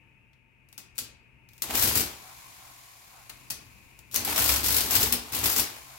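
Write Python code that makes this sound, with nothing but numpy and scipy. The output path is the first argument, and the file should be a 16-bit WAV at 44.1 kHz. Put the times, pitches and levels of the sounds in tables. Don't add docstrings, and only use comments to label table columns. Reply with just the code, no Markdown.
import sys
import numpy as np
from scipy import signal
from scipy.fft import rfft, irfft
from scipy.io import wavfile

SR = 44100
rng = np.random.default_rng(int(sys.argv[2]) if len(sys.argv) > 2 else 0)


def dump_mix(stems):
    frames = np.atleast_2d(stems).T
    limited = np.clip(frames, -1, 1)
    pcm = np.round(limited * 32767).astype(np.int16)
    wavfile.write(sys.argv[1], SR, pcm)


N = 263718
TIME = np.arange(N) / SR

# start_s, level_db, clack_db
KEY_CLICKS = [(0.778, -29, 6.5), (0.98, -20.5, 1), (0.9866, -19.5, -5), (1.6201, -15.5, -2),
              (3.501, -24, 9), (3.5051, -19.5, -20), (4.1424, -17, 2), (4.1536, -18.5, -7),
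              (4.1596, -11.5, 4)]
# start_s, level_db
SLAMS = [(1.835, -27.5), (1.959, -26), (4.479, -35), (4.952, -32), (5.029, -24.5), (5.123, -42),
         (5.458, -26)]
# freq_hz, level_db
KEY_EQ = [(90, -37), (200, -3), (360, -13.5), (550, -11.5), (920, -11), (1550, -9.5), (2550, -5),
          (4500, -0.5), (6500, 0.5), (8500, -1.5), (12000, 1.5), (16000, 2)]
STEEL_EQ = [(200, -19.5), (400, -13), (700, -9.5), (1100, -10), (1800, -8.5), (2400, -6), (3300, -4.5),
            (4700, -1.5), (6500, -2.5), (8400, -2.5), (10000, -2), (12500, 4), (14800, 0), (16000, 1.5)]
FRAME_EQ = [(20, -62), (50, 3.5), (95, 7), (130, 5), (160, -6), (240, 3.5), (300, -0.5), (420, 0.5),
            (600, -15.5), (1200, -43.5)]
RATTLE, GRIND, SHAKE, GROAN = 2, 3, 4, 5


def amp(db):
    return 10 ** (np.asarray(db) / 20)


def lean_left(db):
    return amp([[db], [-db]])


def unit(x):
    return x / np.sqrt(np.mean(x ** 2) + 1e-20)


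def curve_at(points, hz):
    freq_hz, value = np.transpose(points)
    return np.interp(np.log(hz + 1), np.log(freq_hz + 1), value)


def colour(x, eq, size=8192):
    hz = abs(np.fft.fftfreq(size, 1 / SR))
    log_gain = np.log(amp(np.maximum(curve_at(eq, hz), -100)))
    taps = np.fft.ifft(np.exp(signal.hilbert(log_gain).conj())).real[:size // 2]
    return signal.oaconvolve(x, taps[None] / np.linalg.norm(taps), axes=1)[:, :N]


def white(size, centre):
    draws = rng.standard_normal((3, size))
    return np.sqrt(centre) * draws[:1] + np.sqrt(1 - centre) * draws[1:]


def noise(eq, centre):
    return unit(colour(white(N, centre), eq))


def wander(rate_hz):
    rolloff = 1 + (np.fft.rfftfreq(N, 1 / SR) / rate_hz) ** 4
    return unit(irfft(rfft(rng.standard_normal(N)) / rolloff, N))


def running(run_down_s, spin_up_s=0.054):
    # on_s, off_s
    power = [(1.624, 2.124), (4.14, 5.77)]
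    return np.max([(1 - np.exp(-np.maximum(TIME - on, 0) / spin_up_s))
                   * np.clip(1 - (TIME - off) / run_down_s, 0, 1) for on, off in power], axis=0)


def stroke_envelope(column, rise_s, sag_db_per_s, release_s):
    # start_s, length_s, rattle_db, grind_db, shake_db, groan_db
    strokes = [(1.628, 0.082, -56, -40.5, -53.5, -48), (1.686, 0.072, -40, -32.5, -45.5, -58),
               (1.737, 0.073, -28, -38, -48, -42), (1.818, 0.13, -28, -35.5, -39.5, -44),
               (1.946, 0.056, -27.5, -36.5, -42, -43), (4.13, 0.13, -39.5, -38.5, -46.5, -52),
               (4.261, 0.1, -32.5, -30.5, -44, -58), (4.374, 0.22, -27.5, -33.5, -42, -34.5),
               (4.624, 0.27, -28, -37.5, -42, -38), (4.91, 0.16, -26, -31.5, -40, -35.5),
               (5.113, 0.019, -47, -34.5, -40.5, -49), (5.315, 0.12, -31, -35, -44, -41),
               (5.426, 0.1, -26, -35.5, -43.5, -58), (5.554, 0.042, -24.5, -32.5, -41.5, -48)]
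    gain, t = np.zeros((1, N)), np.arange(SR)[None] / SR
    for row in strokes:
        start_s, length_s = row[:2]
        gate = np.minimum(t / rise_s, 1) * np.exp(-np.maximum(t - length_s, 0) / release_s)
        add(gain, start_s, amp(row[column] - sag_db_per_s * t) * gate)
    return gain[0]


def add(mix, start_s, sound):
    part = mix[:, max(round(start_s * SR), 0):][:, :sound.shape[1]]
    part += sound[:, :part.shape[1]]


def burst(ring_s, tint_db=2.0, rise_s=0.00066, size=1024):
    t, hz = np.arange(size) / SR, np.fft.rfftfreq(size, 1 / SR)
    decay = np.exp(-t / ring_s / 2) * (1 - np.exp(-t / rise_s))
    modes = rfft(white(size, centre=0.06) * decay ** 2)
    tint = amp(tint_db * np.interp(hz, np.linspace(0, SR / 2, 16), rng.standard_normal(16)))
    sound = irfft(modes / abs(modes) * tint) * np.sqrt(decay)
    return sound * np.sqrt(ring_s * SR / 2 / np.sum(sound ** 2, 1, keepdims=True))


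def blows(hits, eq, snap_s, clack_hz, clack_s, clack_db, ring_db, ring_s, ring_hz, ring_octaves):
    out, t = np.zeros((2, N)), np.arange(1024) / SR
    lowpass = signal.butter(2, clack_hz, fs=SR)
    for start_s, level_db, own_clack_db in hits:
        pitch_hz = ring_hz * 2 ** (ring_octaves * rng.uniform(-0.98, 1))
        clack = amp(clack_db + own_clack_db) * signal.lfilter(*lowpass, burst(clack_s))
        ring = amp(ring_db) * np.sin(2 * np.pi * (pitch_hz * t + rng.random((2, 1))))
        add(out, start_s, amp(level_db) * (burst(snap_s) + clack + ring * np.exp(-t / ring_s)))
    return colour(out, eq)


def room(x, wet_db, early_db, left_db, early_s=0.01, swell_s=0.003):
    # freq_hz, t60_s
    t60_curve = [(100, 0.28), (400, 0.63), (1500, 0.54), (4000, 0.38), (8000, 0.28), (15000, 0.17)]
    t = np.arange(SR // 2) / SR
    out = np.array([x[0], np.roll(x[1], 8)]) * lean_left(left_db)
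    for face in x:
        taps = rng.choice([-1., 1.], (2, len(t))) * (rng.random((2, len(t))) < .15)
        hz, age_s, bands = signal.stft(taps, SR, nperseg=256)
        bands = bands * amp(-60 * age_s / curve_at(t60_curve, hz)[:, None])
        tail = signal.istft(bands, SR, nperseg=256)[1][:, :len(t)] * (1 - np.exp(-t / swell_s))
        early = taps[:, ::-1] * np.exp(-t / early_s) * (t > .001)
        echo = sum(amp(db) * part / np.linalg.norm(part, axis=1, keepdims=True)
                   for db, part in [(wet_db, tail), (early_db, early)])
        out += signal.oaconvolve(face[None], echo, axes=1)[:, :N] * lean_left(2)
    return out


def wavering_tone(pitch_hz, level_db, drift_hz, flutter=0.29):
    turns = np.cumsum(pitch_hz + drift_hz * wander(10.4)) / SR
    return np.sqrt(2) * amp(level_db) * np.sin(2 * np.pi * turns) * (1 + flutter * wander(9.5))


def room_tone():
    # freq_hz, level_db
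    air_eq = [(20, -17), (50, 3.5), (70, 0.5), (95, -1.5), (140, -4.5), (200, -6.5), (300, -9),
              (450, -16.5), (700, -20.5), (1800, -31), (3000, -63)]
    whir_eq = [(600, -37), (820, -25.5), (900, 2), (980, -12), (1080, -12.5), (1450, -12.5), (1950, -7),
               (2250, 1), (2600, 2.5), (2900, -5), (3150, -18), (4000, -27), (16000, -32)]
    # time_s, level_db
    swell = [(0, 1), (.45, -3), (.9, 1.5), (2.4, 1), (2.95, -4), (3.4, 4), (3.9, 4), (5.98, 2)]
    hum = wavering_tone(pitch_hz=123.2, level_db=-68.5, drift_hz=4.5)
    whine = wavering_tone(pitch_hz=2500, level_db=-74, drift_hz=10)
    air = amp(-64.5) * noise(air_eq, centre=0.48)
    whir = amp(-65) * noise(whir_eq, centre=0.13)
    return (air + hum + whir + whine) * lean_left(3) * amp(np.interp(TIME, *np.transpose(swell)))


def shaft_rubs(width_s=0.062):
    # peak_s, level_db
    rubs = [(2.288, -53), (2.65, -56.5), (3.17, -56), (5.94, -54.5)]
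    # freq_hz, level_db
    rub_eq = [(300, -31), (560, -11.5), (740, 7), (850, 2), (1100, -3), (1400, 0), (2500, -23.5)]
    swells = sum(amp(db) * np.exp(-((TIME - peak_s) / width_s) ** 2) for peak_s, db in rubs)
    return noise(rub_eq, centre=0.29) * swells


def motor(rotor_hz=59, throb=0.12, grain_db=0.8):
    # freq_hz, level_db
    brush_eq = [(530, -22), (900, -7.5), (1080, 1.5), (1200, -11), (1850, -8), (2300, -2), (2630, -9),
                (4410, -7.5), (6330, -9), (6890, -6), (8250, -12), (12000, -8.5), (16000, -14.5)]
    bearing_eq = [(200, -18.5), (500, -11.5), (730, -0.5), (900, -4.5), (1080, 0.5), (1250, -10),
                  (2500, -15.5)]
    spin, powered = running(run_down_s=2.31), running(run_down_s=0.06)
    pulse = 1 + throb * np.cos(2 * np.pi * np.cumsum(rotor_hz * spin) / SR)
    brushes = unit(noise(brush_eq, centre=0.0093) * pulse * amp(grain_db * wander(400)))
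    brush_gain = np.hypot(amp(-49) * spin, amp(-52) * powered)
    bearings = amp(-55) * noise(bearing_eq, centre=0.11) * spin
    return brush_gain * brushes * lean_left(1.5) + bearings


def drone(partials, turns, unsteady_db=3):
    return sum(amp(db + unsteady_db * wander(6.1)) * np.sqrt(2)
               * np.sin(2 * np.pi * (hz * turns + rng.random())) for hz, db in partials)


def frame_rumble(waver=0.01349, lumpy_db=2.0):
    # pitch_hz, level_db
    rotor_tones = [(177, -17), (238.5, -10.5), (295, -9.5), (360, -16), (440, -15)]
    gear_tones = [(68, -8), (102.5, -11.5)]
    turns = np.cumsum(1 + waver * wander(6.3)) / SR
    rotor, gears = drone(rotor_tones, turns), drone(gear_tones, turns)
    rumble = unit(noise(FRAME_EQ, centre=0.68) * amp(lumpy_db * wander(27)))
    shaking = stroke_envelope(SHAKE, rise_s=0.016, sag_db_per_s=-1.5, release_s=0.071)
    load = stroke_envelope(GROAN, rise_s=0.059, sag_db_per_s=7, release_s=0.09)
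    return amp(-2) * (rumble + rotor) * shaking + gears * load


def cam_grind(lumpy_db=3, lump_hz=130):
    # freq_hz, level_db
    cam_eq = [(250, -36.5), (450, -8), (600, -1), (850, 4.5), (1100, 0.5), (1500, -3), (1900, -3.5),
              (2400, -1), (3500, -3.5), (6000, -8.5)]
    working = stroke_envelope(GRIND, rise_s=0.02, sag_db_per_s=-1, release_s=.04)
    idling = amp(-46) * running(run_down_s=0.077)
    grind = unit(noise(cam_eq, centre=0.14) * amp(lumpy_db * wander(lump_hz)))
    return amp(-1.5) * grind * np.hypot(working, idling)


def struck(t, rise_s, ring_s):
    return np.exp(-t / ring_s) * (1 - np.exp(-t / rise_s))


def table_thumps():
    t, push = np.arange(SR // 2)[None] / SR, np.zeros((2, N))
    for start_s, level_db, _ in KEY_CLICKS:
        add(push, start_s, amp(level_db - 30) * struck(t, rise_s=0.041, ring_s=0.061))
    for start_s, level_db in SLAMS:
        add(push, start_s, amp(level_db) * struck(t, rise_s=0.0028, ring_s=0.007))
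    return push * noise(FRAME_EQ, centre=0.76)


def plate_knocks(pitch_hz=445):
    out, t = np.zeros((2, N)), np.arange(SR // 4)[None] / SR
    for start_s, level_db in SLAMS:
        note = np.sin(2 * np.pi * (pitch_hz * t + rng.random()))
        add(out, start_s, amp(level_db - 10) * note * struck(t, rise_s=0.0034, ring_s=0.024))
    return out


def finger_taps():
    # start_s, level_db, clack_db
    taps = [(0.3313, -64, 21), (0.687, -50, 0), (0.7268, -40.5, 6), (0.956, -49, 8.5), (1.4878, -45.5, 10),
            (1.533, -46, 8), (1.579, -42, 7), (3.2945, -33.5, 11), (3.2985, -29, 7.5), (3.9895, -37.5, 1),
            (4.1126, -39, 7)]
    return amp(-1) * blows(taps, KEY_EQ, snap_s=0.0017, clack_hz=2660, clack_s=0.0054, clack_db=-4.5,
                           ring_db=-16, ring_s=.004, ring_hz=3200, ring_octaves=.4)


def key_slides(growth_db=9, scrape_db=3, scrape_hz=160):
    # start_s, length_s, end_level_db
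    slides = [(0.688, 0.084, -69), (0.95, .025, -56), (1.505, .131, -59), (4.112, 0.051, -39)]
    pressure = np.zeros(N)
    for start_s, length_s, end_db in slides:
        end_s = start_s + length_s
        ramp = amp(np.interp(TIME, [start_s, end_s], [end_db - growth_db, end_db]))
        pressure += ramp * ((TIME > start_s) & (TIME < end_s))
    return noise(KEY_EQ, centre=.05) * amp(scrape_db * wander(scrape_hz)) * pressure


def key_clicks():
    return amp(-1) * blows(KEY_CLICKS, KEY_EQ, snap_s=0.002, clack_hz=2350, clack_s=0.011, clack_db=-10,
                           ring_db=-16.5, ring_s=0.0042, ring_hz=4470, ring_octaves=0.22)


def pawl_rattle(ticks_per_s=480, spread_db=3.0, count=3600):
    ticks = np.zeros((2, N))
    gaps, force = rng.exponential(1, (count, 2)).T
    for start_s, level_db in zip(np.cumsum(gaps) / ticks_per_s, spread_db * np.minimum(force, 2.5)):
        if start_s < TIME[-1]:
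            add(ticks, start_s, amp(level_db) * burst(ring_s=0.00085, size=256))
    turning = stroke_envelope(RATTLE, rise_s=0.013, sag_db_per_s=13, release_s=0.036)
    return amp(-3) * unit(colour(ticks, STEEL_EQ)) * turning


def rack_steps(step_s=.0203, jitter_s=.001, clack_db=2, clack_spread_db=4.5):
    # start_s, length_s, level_db
    racks = [(1.773, .13, -17), (4.378, .19, -15), (4.642, .17, -14.5)]
    teeth = [(at_s, db) for start_s, length_s, db in racks
             for at_s in np.arange(start_s, start_s + length_s, step_s)]
    scatter = rng.standard_normal((len(teeth), 3))
    return [(at_s + jitter_s * late, db + harder_db, clack_db + clack_spread_db * fuller)
            for (at_s, db), (late, harder_db, fuller) in zip(teeth, scatter)]


def lever_clatter():
    # start_s, level_db, clack_db
    levers = [(1.7519, -15, 1), (1.823, -10.5, 6), (1.8341, -12, 6), (1.954, -11.5, 0),
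              (1.9734, -10.5, -10), (2.0054, -15, -17), (4.2481, -16, 6.5), (4.36, -15.5, 12),
              (4.4785, -19, -2), (4.491, -9, 9.5), (4.7441, -15, 7), (4.7655, -11, -3), (4.9079, -13.5, 7),
              (4.9246, -20.5, 2), (4.9525, -7, 1.5), (4.9627, -14.5, -10), (5.011, -14.5, 5),
              (5.029, -9, -16), (5.1235, -7.5, -6), (5.137, -19.5, -11), (5.3308, -23, 12),
              (5.3477, -17, 4), (5.3664, -23, 1), (5.44, -14, 6), (5.457, -12, 5), (5.5619, -13, -5),
              (5.5811, -16, -4), (5.5958, -12.5, -4)]
    hits = levers + rack_steps()
    return amp(-2.5) * blows(hits, STEEL_EQ, snap_s=0.0025, clack_hz=1940, clack_s=0.0063, clack_db=-7,
                             ring_db=-16, ring_s=0.0038, ring_hz=4954, ring_octaves=0.44)


def scene():
    taps, keys, levers = finger_taps(), key_clicks(), lever_clatter()
    steel = room(keys + pawl_rattle(), wet_db=-2.5, early_db=-5.5, left_db=3.5)
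    steel += room(levers, wet_db=-2.5, early_db=-3.5, left_db=3.0)
    body = (cam_grind() + frame_rumble() + table_thumps() + plate_knocks()) * lean_left(.6)
    fingers = room(taps + key_slides(), wet_db=-9, early_db=-8, left_db=2.5)
    return fingers + steel + body + motor() + shaft_rubs() + room_tone()


def record(dry):
    lowpass = signal.firwin(511, cutoff=15950, window=("kaiser", 9), fs=SR)
    return signal.oaconvolve(dry, lowpass[None], "same")


dry = scene()
out = record(dry)
dump_mix(out)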